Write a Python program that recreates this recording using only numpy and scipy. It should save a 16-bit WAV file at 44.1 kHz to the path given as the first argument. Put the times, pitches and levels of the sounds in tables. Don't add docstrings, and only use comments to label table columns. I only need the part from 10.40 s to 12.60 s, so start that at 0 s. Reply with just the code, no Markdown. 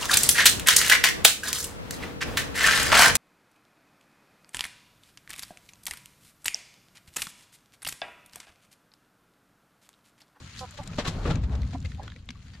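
import sys
import numpy as np
from scipy import signal
from scipy.fft import rfft, irfft
from scipy.io import wavfile
from scipy.ndimage import uniform_filter1d

SR = 44100
rng = np.random.default_rng(int(sys.argv[2]) if len(sys.argv) > 2 else 0)


def magnitude_from_level(level_db):
    exponent = np.asarray(level_db, float) / 20
    return 10 ** exponent


def file_out(sig):
    cols = np.atleast_2d(sig).T
    lim = np.clip(cols, -1, 1)
    pcm = np.round(lim * 32767).astype(np.int16)
    wavfile.write(sys.argv[1], SR, pcm)


N = 97020

# t/s, length/s, level/dB, pitch f/Hz, throat width/octaves
CLUCK_NOTES = [
    (0.203, 0.057, -38.5, 255.3, 0.68),
    (0.385, 0.025, -39, 286, 0.61),
    (0.4, 0.033, -49.5, 253, 0.24),
    (1.331, 0.011, -46, 235, 0.13),
    (1.347, 0.0155, -36.5, 242, 0.34),
    (1.581, 0.013, -51, 263, 0.14),
    (1.594, 0.014, -38, 198, 0.27),
]
# resonance f/Hz, share of pitch lost from start to end
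CLUCK_THROATS = [(700, 0.067), (683, -0.032), (765, -0.052), (765, .045), (760, 0.052), (765, .045),
                 (757, 0.05)]


def clucks():
    attack_share, jitter, breathiness, pan_db = .25, .017, .13, -4.5
    out = np.zeros((2, N))
    for (s, length, db, hz, width), (throat, sag) in zip(CLUCK_NOTES, CLUCK_THROATS):
        u = np.arange(int(length * SR)) / (length * SR)
        wobble = uniform_filter1d(rng.standard_normal(4096), size=150)[:len(u)] * 12
        pitch = hz * (1 + sag * (.5 - u) + jitter * wobble)
        phase = 2 * np.pi * np.cumsum(pitch) / SR
        note = 0
        for k in range(1, 9):
            resonance_db = -6 * (np.log2(k * hz / throat) / width) ** 2
            note = note + magnitude_from_level(resonance_db) * np.sin(k * phase - 0.476 * k * k)
        note = rms_one(note) * (1 + breathiness * wobble)
        nearest_end = np.minimum(u, 1 - u)
        shape = np.sin(np.pi / 2 * np.clip(nearest_end / attack_share, 0, 1)) ** 2
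        i = int(s * SR)
        out[:, i:i + len(u)] += panned(magnitude_from_level(db) * note * shape, pan_db)
    return out


# t/s, boom level/dB, boom centre f/Hz, litter drag level/dB
WEIGHT = [(0, -38.5, 108, -52), (.1, -51.5, 88, -70.5), (.23, -41.5, 111, -59), (.34, -51.5, 90, -68.5),
          (.41, -49, 135, -57.5), (.52, -39, 148, -52), (.57, -40, 131, -54.5), (.7, -36.5, 103, -44),
          (.84, -34, 80, -42), (.93, -24, 115, -41.5), (1.02, -30, 101, -57), (1.14, -32, 100, -45.5),
          (1.25, -31.5, 98.4, -53.5), (1.3, -35, 80, -56.5), (1.45, -33.5, 79, -62.5),
          (1.6, -38.5, 80, -65), (1.81, -46.5, 80, -69.5), (2.2, -45, 78.5, -66.5)]
# t/s, level/dB
FRAME_SWAY = [
    (0, -81),
    (.5, -47),
    (.7, -37.5),
    (.89, -30.5),
    (.97, -38),
    (1.4, -66),
    (1.6, -52),
    (2.2, -59),
]
CAVITY_MODES = [59.8, 80, 98.4, 125.7, 164.4, 202.1, 256.7]
# f/Hz, level per Hz/dB
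DRAG_SPECTRUM = [(280, 9), (600, 4), (1300, -0.5), (2300, -31.5)]


def coop_floor():
    fall_db, q, top_hz = 8, 22, 313
    boom_db, centre, drag_db = in_time(WEIGHT)
    sway_db, = in_time(FRAME_SWAY)
    shares, modes = [], []
    for hz in CAVITY_MODES:
        shares.append(magnitude_from_level(-fall_db * np.abs(np.log2(hz / centre))))
        sharp = ring(rng.standard_normal(N), hz, q / hz)
        modes.append(evened(ring(sharp, hz, 5.0 / hz)))
    total_share = np.sqrt(np.sum(np.square(shares), axis=0))
    boom = evened(np.sum(np.multiply(shares, modes), axis=0) / total_share)
    side = magnitude_from_level(-23.5) * rms_one(ring(rng.standard_normal(N), 155, 0.0087)) * [[1], [-1]]
    low_pass = signal.butter(4, top_hz, fs=SR, output="sos")
    low = signal.sosfilt(low_pass, panned(boom, 1.27) + side)
    sway_band = signal.butter(2, [22, 45], "band", fs=SR, output="sos")
    sway = evened(signal.sosfilt(sway_band, rng.standard_normal(N)))
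    drag = rms_one(banded(rng.standard_normal((2, 2, N)), DRAG_SPECTRUM, lambda hz: magnitude_from_level(1.2 * drift(14))))
    return magnitude_from_level(boom_db) * low + panned(magnitude_from_level(sway_db) * sway, 0.87) + magnitude_from_level(drag_db) * drag


FOOTFALL_TIMES = [.4, .49, .586, .679, .765, .855, .879, .895, 1.11, 1.345, 1.45, 1.765, 1.893]
# level/dB, pitch of the spot f/Hz
FOOTFALLS = [(-27.5, 138), (-51, 150), (-22, 390), (-22, 187), (-25.5, 157), (-25.5, 250), (-21, 140),
             (-32, 310), (-40, 400), (-32, 280), (-40.5, 330), (-45.5, 310), (-40.5, 227)]
# f/Hz, level/dB
BOARD_MODES = [(105, 2), (165, -0.5), (248, 0), (305, -11), (470, -6), (595, 1.5), (1085, 14), (1450, -17)]


def thuds():
    t60_s, loss_power, spot_fall_db = 0.097, 0.23, 15.5
    out, t = np.zeros(N), np.arange(N) / SR
    level_db, spot = np.transpose(FOOTFALLS)
    chance_db = rng.normal(0, 0.5, (len(FOOTFALLS), len(BOARD_MODES)))
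    pushes = []
    for s, hz in zip(FOOTFALL_TIMES, spot):
        contact = np.clip((t - s) * hz / 0.42, 0, 1)
        pushes.append(np.sin(np.pi * contact) ** 2 * hz / SR * 5)
    pushes = np.array(pushes)
    for k, (hz, db) in enumerate(BOARD_MODES):
        off_spot_db = spot_fall_db * np.abs(np.log2(hz / spot))
        strength = magnitude_from_level(level_db + chance_db[:, k] + db - off_spot_db)
        out += ring(strength @ pushes, hz, t60_s * (500 / hz) ** loss_power)
    return panned(out, 1.7)


# f/Hz, level per Hz/dB
SCUFF_SPECTRUM = [(250, 6.5), (1100, 2.5), (2100, -0.5), (4100, -2.5), (9500, -24), (15500, -36)]
# t/s, rise/s, fall t60/s, level/dB, tilt/dB per octave
FOOT_SCUFFS = [(0.58, 0.0082, 0.13, -26.5, -0.5), (0.645, 0.012, 0.27, -32.5, 1),
               (0.668, 0.013, 0.071, -40.5, 8), (0.85, 0.005, 0.46, -35, -4),
               (0.9, 0.011, 0.054, -33, -1.5), (0.16, 0.041, 0.16, -48.5, 8.5),
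               (0.37, 0.0072, 0.096, -41.5, 2.5), (1.443, 0.0078, 0.064, -45, 3),
               (1.616, .02, 0.27, -51.5, -2), (2.133, 0.0026, 0.17, -55.5, 1.5),
               (1.029, 0.013, 0.056, -46, 1.5), (1.149, 0.006, 0.024, -43, 0),
               (1.328, 0.0061, 0.11, -45.5, 1), (1.1, .03, .25, -47, -3), (.53, .004, 0.056, -45.5, -0.5),
               (.868, 0.011, .1, -47, 1.5)]


def scuffs():
    t = np.arange(N) / SR
    shapes = []
    for s, rise, t60, db, _ in FOOT_SCUFFS:
        swell = np.clip((t - s) / rise, 0, 1)
        decay = magnitude_from_level(-60 * np.clip(t - s - rise, 0, 2) / t60)
        shapes.append(magnitude_from_level(db) * swell * decay)
    tilts = np.array(FOOT_SCUFFS)[:, 4]

    def gain_at(hz):
        return magnitude_from_level(1.46 * drift(25)) * (magnitude_from_level(tilts * np.log2(hz / 2000)) @ shapes)

    source = grains(900)
    scale = np.std(banded(source[..., :SR // 4], SCUFF_SPECTRUM, lambda hz: 1))
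    return banded(source, SCUFF_SPECTRUM, gain_at) / scale


# t/s, peak level/dB, ring f/Hz, tilt/dB per octave
CLAW_TICKS = [(.192, -30, 4500, 2.5), (0.309, -41, 7400, 12), (0.436, -44, 7200, 13),
              (0.475, -33, 7250, 7.5), (.533, -37, 2500, -6), (0.956, -31.5, 6120, 0.5),
              (1.218, -36.5, 4120, 5), (1.45, -34.5, 1980, -2), (1.458, -35, 2750, 0.5),
              (1.467, -46, 7100, 1), (1.518, -36, 1820, 1.5), (1.547, -42.5, 2480, 4),
              (1.616, -37, 1680, -18.5), (1.631, -43, 4260, 16), (1.679, -32.5, 1480, -2.9),
              (1.701, -40, 3830, 0), (1.72, -37.5, 1670, -6), (1.762, -41, 1940, 0.5),
              (1.889, -28.5, 3400, -2), (1.905, -30, 2210, 2.5), (.649, -35, 3000, 1.5),
              (1.251, -47, 4160, 6), (2.152, -47, 4730, -5), (.915, -34, 1330, -12),
              (1.019, -48.5, 3700, 2), (1.095, -43.5, 1930, 0), (1.128, -52, 7000, 8),
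              (1.232, -39.5, 2052, 2), (1.308, -48, 3600, 6), (1.382, -48, 3900, 9),
              (1.403, -46.5, 7100, 8), (1.426, -44.5, 3860, 7), (1.275, -50, 7000, 7),
              (1.416, -50, 2900, 6), (1.856, -58, 9000, 16), (2.136, -46, 1800, -4)]
TICK_SIDES = [-1, 7, -4, 6, 5, 8, 1, 4, 5.5, 1.5, 1, 0, 0, 1.5, 1, 0, 0, 4, 4, 1.2, 4, -1, 5, 1, 4.5, 5,
              1.5, 3, 1.2, -1.5, -7, -2, -1, 1.5, 1.5, 7]


def ticks():
    crack_t60_s, ring_t60_s, cut_hz = .021, .022, 1350
    lumps_db, hump_db, ring_db, tick_db = 3, 6, -1, -5.5
    out, t = np.zeros((2, N + SR)), np.arange(4096) / SR
    hz_axis = np.maximum(np.arange(2049) * SR / 4096, 1)
    colour = magnitude_from_level(at_hz(SCUFF_SPECTRUM, hz_axis)) / np.sqrt(1 + (cut_hz / hz_axis) ** 6)
    for (s, db, hz, tilt), pan_db in zip(CLAW_TICKS, TICK_SIDES):
        white = rng.standard_normal((2, 4096))
        smooth = uniform_filter1d(uniform_filter1d(rng.standard_normal(2049), size=40), size=40)
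        hump = hump_db * np.exp(-(2 * np.log2(hz_axis / hz)) ** 2)
        uneven_db = lumps_db * rms_one(smooth) + hump + tilt * np.log2(hz_axis / 2000)
        noise = rms_one(irfft(rfft(white) * colour * magnitude_from_level(uneven_db)))
        crack = (noise[0] + 0.47 * noise[1] * [[1], [-1]]) * magnitude_from_level(-60 * t / crack_t60_s)
        tone_db = ring_db - 60 * t / ring_t60_s * np.sqrt(hz / 2000)
        tone = np.sin(2 * np.pi * hz * t) * magnitude_from_level(tone_db)
        i = int(s * SR)
        out[:, i:i + 4096] += magnitude_from_level(db + tick_db) * panned(crack + tone, pan_db) * np.minimum(t / 0.0002, 1)
    return out[:, :N]


# t/s, length/s, level/dB, f/Hz
RUBBED_RINGS = [(.96, .09, -28, 59.5), (1.015, 0.087, -26, 63), (1.08, 0.15, -28.5, 64),
                (1.2, 0.089, -28, 61.8), (.915, 0.072, -26.5, 98), (.865, 0.07, -28.5, 158),
                (1.33, 0.063, -38, 260), (1.89, 0.042, -46.5, 240), (.582, 0.015, -31, 234),
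                (.583, 0.015, -32.5, 606), (.48, 0.074, -39.5, 170), (1.43, .08, -35.5, 84.6),
                (.332, .035, -60, 580), (.652, 0.051, -40, 1100), (.668, 0.024, -44, 4050),
                (.905, 0.026, -37, 1350), (.85, 0.026, -40.5, 1150), (.855, 0.057, -37.5, 480),
                (1.951, .016, -58, 1150), (2.133, 0.047, -61, 1800), (2.133, .028, -59.5, 4700),
                (.493, 0.022, -53, 1250), (1.612, .025, -56, 1650), (1.448, 0.015, -46, 2100),
                (1.44, 0.028, -53.5, 510), (1.755, 0.026, -58, 506)]


def rings():
    wander_share, rise_share = .025, .35
    out = np.zeros(N)
    for s, length, db, hz in RUBBED_RINGS:
        u = np.arange(int(length * SR)) / (length * SR)
        wander = rms_one(uniform_filter1d(rng.standard_normal(8192), size=int(3 * SR / hz)))[:len(u)]
        rise_and_fall = np.minimum(u / rise_share, (1 - u) / (1 - rise_share))
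        shape = np.sin(np.pi / 2 * rise_and_fall) ** 1.5
        phase = 2 * np.pi * np.cumsum(hz * (1 + wander_share * wander)) / SR
        i = int(s * SR)
        out[i:i + len(u)] += magnitude_from_level(db + 5.5) * shape * np.sin(phase)
    return panned(out, 1.7)


# t/s, level/dB
LEAF_RUSTLE = [(0, -53), (.15, -50), (.3, -52.5), (.5, -51), (.75, -49), (.93, -49), (.99, -61.5),
               (1.12, -59), (1.25, -54.5), (1.4, -58.5), (1.6, -57.5), (1.85, -65.5), (2.05, -59.5),
               (2.2, -59.5)]
# f/Hz, level per Hz/dB
LEAF_SPECTRUM = [(300, -13), (780, -17), (1150, -2.5), (1700, -2.5), (4200, -4.5), (9600, -20),
                 (15500, -27.5)]


def leaves():
    db, = in_time(LEAF_RUSTLE)
    shared = drift(5.5)
    rustle = banded(grains(220), LEAF_SPECTRUM, lambda hz: magnitude_from_level(shared + 1.96 * drift(21.0)))
    return magnitude_from_level(db) * rms_one(rustle)


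# delay t/s, level/dB
REFLECTIONS = [
    (.007, -23.5),
    (.013, -18.5),
]


def echoes(x):
    dull = signal.lfilter([.4], [1, -.6], x[::-1])
    out = 0
    for s, db in REFLECTIONS:
        out = out + magnitude_from_level(db) * np.pad(dull, ((0, 0), (int(s * SR), 0)))[:, :N]
    return out


def grains(per_s):
    sizes = magnitude_from_level(3.5 * np.minimum(rng.exponential(1, N), 2.5)) * (rng.random(N) < per_s / SR)
    crackle = signal.lfilter([1], [1, -.97], sizes)
    return rng.standard_normal((2, 2, N)) * (1 + magnitude_from_level(-8) * rms_one(crackle))


# f/Hz, correlation
CHANNEL_LIKENESS = [(60, 0.99), (240, 0.98), (950, 0.74), (2000, 0.45), (4500, 0.21), (15000, 0.054)]
# f/Hz, left-right level/dB
CHANNEL_LEAN = [(100, 3.5), (700, 1.5), (2000, 5.5), (4000, 2.5), (12000, -2.5)]


def banded(source, spectrum, gain_at):
    out, edges = 0, spectrum[0][0] * 2 ** np.arange(0, 6.1, .5)
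    edges = edges[edges < 20000]
    for k, (low, high) in enumerate(zip(edges, edges[1:])):
        band = signal.butter(2, [low, high], "band", fs=SR, output="sos")
        mid, side = signal.sosfilt(band, source[k % 2])
        hz = np.sqrt(low * high)
        alike = np.clip(at_hz(CHANNEL_LIKENESS, hz), 0, 1)
        both = np.sqrt(1 + alike) * mid + np.sqrt(1 - alike) * side * [[1], [-1]]
        out = out + magnitude_from_level(at_hz(spectrum, hz)) * gain_at(hz) * panned(both, at_hz(CHANNEL_LEAN, hz))
    return out


def ring(x, hz, t60):
    r, w = magnitude_from_level(-60 / (t60 * SR)), 2 * np.pi * hz / SR
    return signal.lfilter([0, np.sin(w)], [1, -2 * r * np.cos(w), r * r], x + 1e-18)


def drift(rate):
    r = np.exp(-2 * np.pi * rate * 40 / SR)
    slow = signal.lfilter([1], [1, -2 * r, r * r], rng.standard_normal(N // 40 + 2002))[2000:]
    return np.interp(np.arange(N) / 40, np.arange(len(slow)), rms_one(slow))


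def evened(x):
    x = rms_one(x)
    power = uniform_filter1d(x ** 2, size=int(.09 * SR))
    return x / (power + 0.008) ** (.6 / 2)


def panned(x, db):
    return x * magnitude_from_level(np.array([[db / 2], [-db / 2]]))


def rms_one(x):
    return x / np.sqrt(np.mean(x ** 2) + 1e-20)


def in_time(rows):
    s, *columns = np.transpose(rows)
    return [np.interp(np.arange(N) / SR, s, c) for c in columns]


def at_hz(points, hz):
    points_hz, values = np.transpose(points)
    return np.interp(np.log(hz), np.log(points_hz), values)


def scene():
    near = clucks() + thuds() + rings() + ticks()
    ground = coop_floor() + scuffs() + leaves()
    return near + echoes(near) + ground


def band_limit(x):
    return signal.sosfilt(signal.butter(12, 15700, fs=SR, output="sos"), x)


# f/Hz, added share
PORT_PEAKS = [
    (4100, 0.3),
    (7000, 0.84),
]


def record(dry):
    q, top_hz, limit = 7.6, 11150, 0.32
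    x = dry
    for hz, share in PORT_PEAKS:
        x = x + share * signal.lfilter(*signal.iirpeak(hz, q, fs=SR), dry)
    rounded = limit * np.tanh(x / limit)
    dulled = signal.sosfilt(signal.butter(2, top_hz, fs=SR, output="sos"), rounded)
    mix = signal.sosfilt(signal.ellip(10, .5, 70, 15600, fs=SR, output="sos"), dulled)
    return band_limit(mix)


dry = scene()
out = record(dry)
file_out(out)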